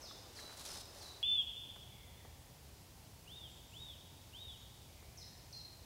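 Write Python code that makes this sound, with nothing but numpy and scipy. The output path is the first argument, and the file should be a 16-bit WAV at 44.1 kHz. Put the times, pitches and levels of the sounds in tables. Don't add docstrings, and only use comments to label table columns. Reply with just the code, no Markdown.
import sys
import numpy as np
from scipy import signal
from scipy.fft import rfft, irfft
from scipy.io import wavfile
from scipy.ndimage import uniform_filter1d

SR = 44100
rng = np.random.default_rng(int(sys.argv[2]) if len(sys.argv) > 2 else 0)


def file_out(sig):
    cols = np.atleast_2d(sig).T
    lim = np.clip(cols, -1, 1)
    pcm = np.round(lim * 32767).astype(np.int16)
    wavfile.write(sys.argv[1], SR, pcm)


N = 257984
TIME = np.arange(N) / SR
CUT_S = 1.229


def amp(db):
    return 10 ** (np.asarray(db) / 20)


def unit_rms(x):
    return x / np.sqrt(np.mean(x ** 2) + 1e-20)


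def colour(x, spectrum):
    hz, db = np.transpose(spectrum)
    bins_hz = np.fft.rfftfreq(len(x), 1 / SR)
    gain_db = np.interp(np.log(bins_hz + 1), np.log(hz + 1), db)
    return unit_rms(irfft(rfft(x) * amp(gain_db), len(x)))


def add(mix, start_s, sound):
    part = mix[max(round(start_s * SR), 0):][:len(sound)]
    part += sound[:len(part)]


def wander(t, rate_hz):
    hz = rate_hz * np.geomspace(1 / 8, 1, num=12)
    return np.sin(2 * np.pi * (hz * t[:, None] + rng.random(len(hz)))).sum(1) / np.sqrt(len(hz) / 2)


def syrinx(notes, waver, flutter_db):
    song = np.zeros(N)
    for times, hz, db in notes:
        t = np.arange(times[0], times[-1], 1 / SR)
        glide = uniform_filter1d(np.interp(t, times, hz), size=len(t) // 14, mode="nearest")
        pitch = glide * (1 + waver * wander(t, 120))
        level = amp(np.interp(t, times, db) + flutter_db * wander(t, 90))
        fades = np.clip(np.minimum(t - t[0], t[-1] - t) / 0.0016, 0, 1)
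        add(song, times[0], np.sqrt(2) * level * fades * np.sin(2 * np.pi * np.cumsum(pitch) / SR))
    return song


def trees(x, near_db, far_db, near_t60, far_t60):
    t = TIME[:2 * SR]
    near, far = rng.standard_normal((2, len(t))) * (rng.random((2, len(t))) < 2500 / SR)
    near = near * amp(-60 * t / near_t60) * (1 - np.exp(-t / 0.0015))
    far = far * amp(-60 * t / far_t60) * (1 - np.exp(-t / 0.02))
    echoes = amp(near_db) * near / np.linalg.norm(near) + amp(far_db) * far / np.linalg.norm(far)
    return signal.fftconvolve(x, echoes)[:N]


def knocks(rows, decay_s, width_octaves):
    hits, t = np.zeros(N), TIME[:SR // 10]
    edge_ratio = 2 ** (width_octaves / 2)
    for start, db, hz in rows:
        band = np.clip([hz / edge_ratio, hz * edge_ratio], 20, SR / 2 - 100)
        bandpass = signal.butter(1, band, "bandpass", fs=SR)
        ring = unit_rms(signal.lfilter(*bandpass, rng.standard_normal(len(t))))
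        add(hits, start, amp(db) * ring * np.exp(-t / decay_s) * (1 - np.exp(-t / 0.00047)))
    return hits


# frequency_hz, gain_db
TRACK_AIR_EQ = [(20, -27), (45, -3.5), (85, -0.5), (180, -12.5), (400, -10), (800, -11.5), (1500, -20),
                (2500, -21), (5000, -19), (9000, -25), (15500, -29)]
# frequency_hz, gain_db
GLADE_AIR_EQ = [(20, -29), (42, -6), (70, 1), (119, -2.5), (190, -11), (260, -15), (500, -17.5), (900, -18),
                (1250, -26), (1900, -26.5), (3000, -24.5), (5000, -26), (8000, -28), (15700, -30.5)]


def air(spectrum, level_db, swell_db=0.2):
    noise = colour(rng.standard_normal(N), spectrum)
    rumble = signal.sosfiltfilt(signal.butter(2, 1200, fs=SR, output="sos"), noise)
    hiss = noise - rumble
    return amp(level_db) * (hiss + rumble * amp(swell_db * wander(TIME, 9)))


# time_s, level_db
BREEZE_LEVELS = [(1.2, -70.5), (2.2, -76.5), (2.7, -72.5), (4.45, -71), (5.85, -71)]
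# frequency_hz, gain_db
TREETOP_EQ = [(1500, -33), (3200, -11.5), (4800, 0), (6500, -5.5), (9000, -12.5), (15000, -23)]


def breeze():
    times, level_db = np.transpose(BREEZE_LEVELS)
    return amp(np.interp(TIME, times, level_db)) * colour(rng.standard_normal(N), TREETOP_EQ)


def slides(rows, length_s, fall):
    return [([start, start + length_s], [hz, hz * (1 - fall)], [db, db]) for start, hz, db in rows]


# start_s, start_pitch_hz, source_level_db
LOW_SLURS = [(1.868, 2345, -73.5), (2.075, 2010, -75), (4.841, 2470, -73.5), (5.161, 2016, -76.5)]
# start_s, start_pitch_hz, source_level_db
HIGH_PIPS = [(3.47, 7780, -70), (3.682, 7460, -69), (4.558, 6840, -72)]


def far_birds():
    slurs = syrinx(slides(LOW_SLURS, length_s=0.17, fall=0.11), waver=0.04, flutter_db=2.5)
    pips = syrinx(slides(HIGH_PIPS, length_s=0.065, fall=0.06), waver=0.008, flutter_db=2.5)
    slur_echo = trees(slurs, near_db=-1, far_db=-0.5, near_t60=0.81, far_t60=3.2)
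    pip_echo = trees(pips, near_db=-9, far_db=-4, near_t60=0.38, far_t60=0.94)
    return slur_echo + pips * amp(-8) + pip_echo


# start_s, pre_trim_level_db, centre_hz
SOFT_TAPS = [(1.76, -47, 700), (2.248, -49, 504), (5.025, -55.5, 895)]


def taps(trim_db=-5, decay_s=0.0071):
    ticks = knocks(SOFT_TAPS, decay_s, width_octaves=1.4)
    thuds = knocks([(start, db, hz / 2) for start, db, hz in SOFT_TAPS], decay_s, width_octaves=0.32)
    return amp(trim_db) * (ticks + thuds)


def crackle(per_s, spread_db):
    size = amp(spread_db * np.minimum(rng.exponential(1, N), 4))
    return rng.choice([-1, 1], N) * size * (rng.random(N) < per_s / SR)


# start_s, length_s, leaf_level_db, gravel_level_db
BOOT_SCUFFS = [(-.08, 0.16, -69, -62.5), (0.32, 0.16, -58, -63.5), (0.386, 0.23, -63, -61.5),
               (0.534, 0.13, -55.5, -63), (0.577, 0.28, -52, -59), (.87, 0.31, -60, -66.5)]
# peak_s, level_db, half_length_s
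TWIG_SNAPS = [(0.604, -56, 0.003), (0.661, -47, 0.0086), (.755, -49, 0.0049), (0.806, -51.5, 0.0088),
              (.857, -54, .0012)]
# start_s, level_db, ring_hz
STONE_KNOCKS = [(.04, -53, 600), (.108, -53.5, 1160), (.263, -53, 453), (.387, -50, 1750),
                (.44, -49.5, 344), (.958, -51.5, 564)]
# frequency_hz, gain_db
LEAF_EQ = [(800, -12), (2000, -9), (4000, 3.5), (7000, 0), (10500, -3), (13000, -11), (15500, -17)]
# frequency_hz, gain_db
GRAVEL_EQ = [(60, 4), (150, 5), (450, -1), (800, 5.5), (1500, 2.5), (3000, -10), (8000, -19), (15000, -50)]


def walker(clump_db=2.5):
    leaf_power, gravel_power = np.zeros((2, N))
    for start, length, leaf_db, gravel_db in BOOT_SCUFFS:
        pressure = np.sin(np.pi * np.clip((TIME - start) / length, 0, 1)) ** 2.7
        leaf_power += pressure * amp(leaf_db) ** 2
        gravel_power += pressure * amp(gravel_db) ** 2
    for peak_s, db, half_length in TWIG_SNAPS:
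        leaf_power += amp(db) ** 2 * np.exp(-((TIME - peak_s) / half_length) ** 2)
    leaves = np.sqrt(leaf_power) * colour(crackle(per_s=7000, spread_db=2.5), LEAF_EQ)
    leaves *= amp(clump_db * wander(TIME, 90))
    gravel = np.sqrt(gravel_power) * colour(crackle(per_s=2300, spread_db=5.5), GRAVEL_EQ)
    return leaves + gravel + knocks(STONE_KNOCKS, decay_s=0.0085, width_octaves=0.32)


def warble(start, held_hz, fall_s, hold_until_s, length_s, db, swell_db):
    from_hz, towards_hz = 6680, 3420
    t = np.arange(0, length_s, 1 / SR)
    fall = np.exp(-(t / fall_s) ** 1.294)
    drop = 1 - np.exp(-np.maximum(t - hold_until_s, 0) / 0.016)
    hz = held_hz + (from_hz - held_hz) * fall + (towards_hz - held_hz) * drop
    accent_db = 3.5 * np.sin(np.pi * fall)
    release_db = -8 * np.exp((t - length_s) / 0.018)
    return start + t, hz, db + accent_db + swell_db * (t / length_s - 0.5) + release_db


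# start_s, held_pitch_hz, fall_s, hold_until_s, length_s, source_level_db, swell_db
WARBLER_NOTES = [(0.014, 5120, .008, 0.037, 0.1, -53, -1.5), (0.353, 3970, .011, .105, 0.11, -55, -2),
                 (.672, 5110, .007, .058, 0.098, -52.5, 2), (0.996, 3966, 0.014, .1, 0.12, -54.5, 6),
                 (5.172, 5130, .007, .036, .066, -53, 2), (5.525, 4180, 0.00397, .072, 0.088, -52.5, -3.5)]


def warbler(from_s, until_s, direct_db, waver):
    notes = [warble(*row) for row in WARBLER_NOTES if from_s <= row[0] < until_s]
    song = syrinx(notes, waver, flutter_db=1.5)
    return song * amp(direct_db) + trees(song, near_db=-5.5, far_db=-2.6, near_t60=0.43, far_t60=1.05)


def arch(start, top_hz, db, length_s=0.258, attack_s=0.04, release_s=0.054):
    crest = 0.45
    rise_from, fall_to = 0.6, 0.72
    t = np.arange(0, length_s, 1 / SR)
    past_crest = t / length_s - crest
    rising = past_crest < 0
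    from_crest = abs(past_crest) / np.where(rising, crest, 1 - crest)
    sag = np.where(rising, 1 - rise_from, 1 - fall_to) * from_crest ** 1.85
    attack = np.maximum(1 - t / attack_s, 0)
    release = np.maximum(1 - (length_s - t) / release_s, 0) ** 2
    return start + t, top_hz * (1 - sag), db - 21 * (attack + release)


# time_s, pitch_hz, level_db
NEAR_CONTOUR = [(1.16, 2378, -43), (1.195, 2938, -32), (1.232, 3330, -34.5), (1.268, 3560, -36.5),
                (1.284, 3506, -36), (1.342, 3530, -33.5), (1.372, 3466, -38.5), (1.392, 3309, -33.5),
                (1.408, 3323, -33), (1.425, 3120, -43)]
# start_s, top_pitch_hz, level_db
FARTHER_WHISTLES = [(3.25, 3694, -57), (3.712, 3788, -56.5), (4.312, 3796, -55.5)]


def whistler():
    near = syrinx([np.transpose(NEAR_CONTOUR)], waver=0.0032, flutter_db=1.3)
    farther = syrinx([arch(*row) for row in FARTHER_WHISTLES], waver=0.0077, flutter_db=2.5)
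    near_echo = trees(near, near_db=-11.5, far_db=-12, near_t60=0.96, far_t60=1.95)
    farther_echo = trees(farther, near_db=-8.5, far_db=-4, near_t60=0.3, far_t60=1.47)
    return near + near_echo + farther + farther_echo


def scene():
    track = air(TRACK_AIR_EQ, level_db=-57) + walker()
    track += warbler(0, CUT_S, direct_db=-7, waver=0.0078)
    glade = air(GLADE_AIR_EQ, level_db=-57.5) + breeze() + taps() + whistler() + far_birds()
    glade += warbler(CUT_S, N / SR, direct_db=-5, waver=0.0098)
    return np.where(TIME < CUT_S, track, glade)[None]


def record(dry, cutoff_hz=15800):
    lowpass = signal.firwin(511, cutoff_hz, window=("kaiser", 9), fs=SR)
    return signal.oaconvolve(dry, lowpass[None], "same")


dry = scene()
out = record(dry)
file_out(out)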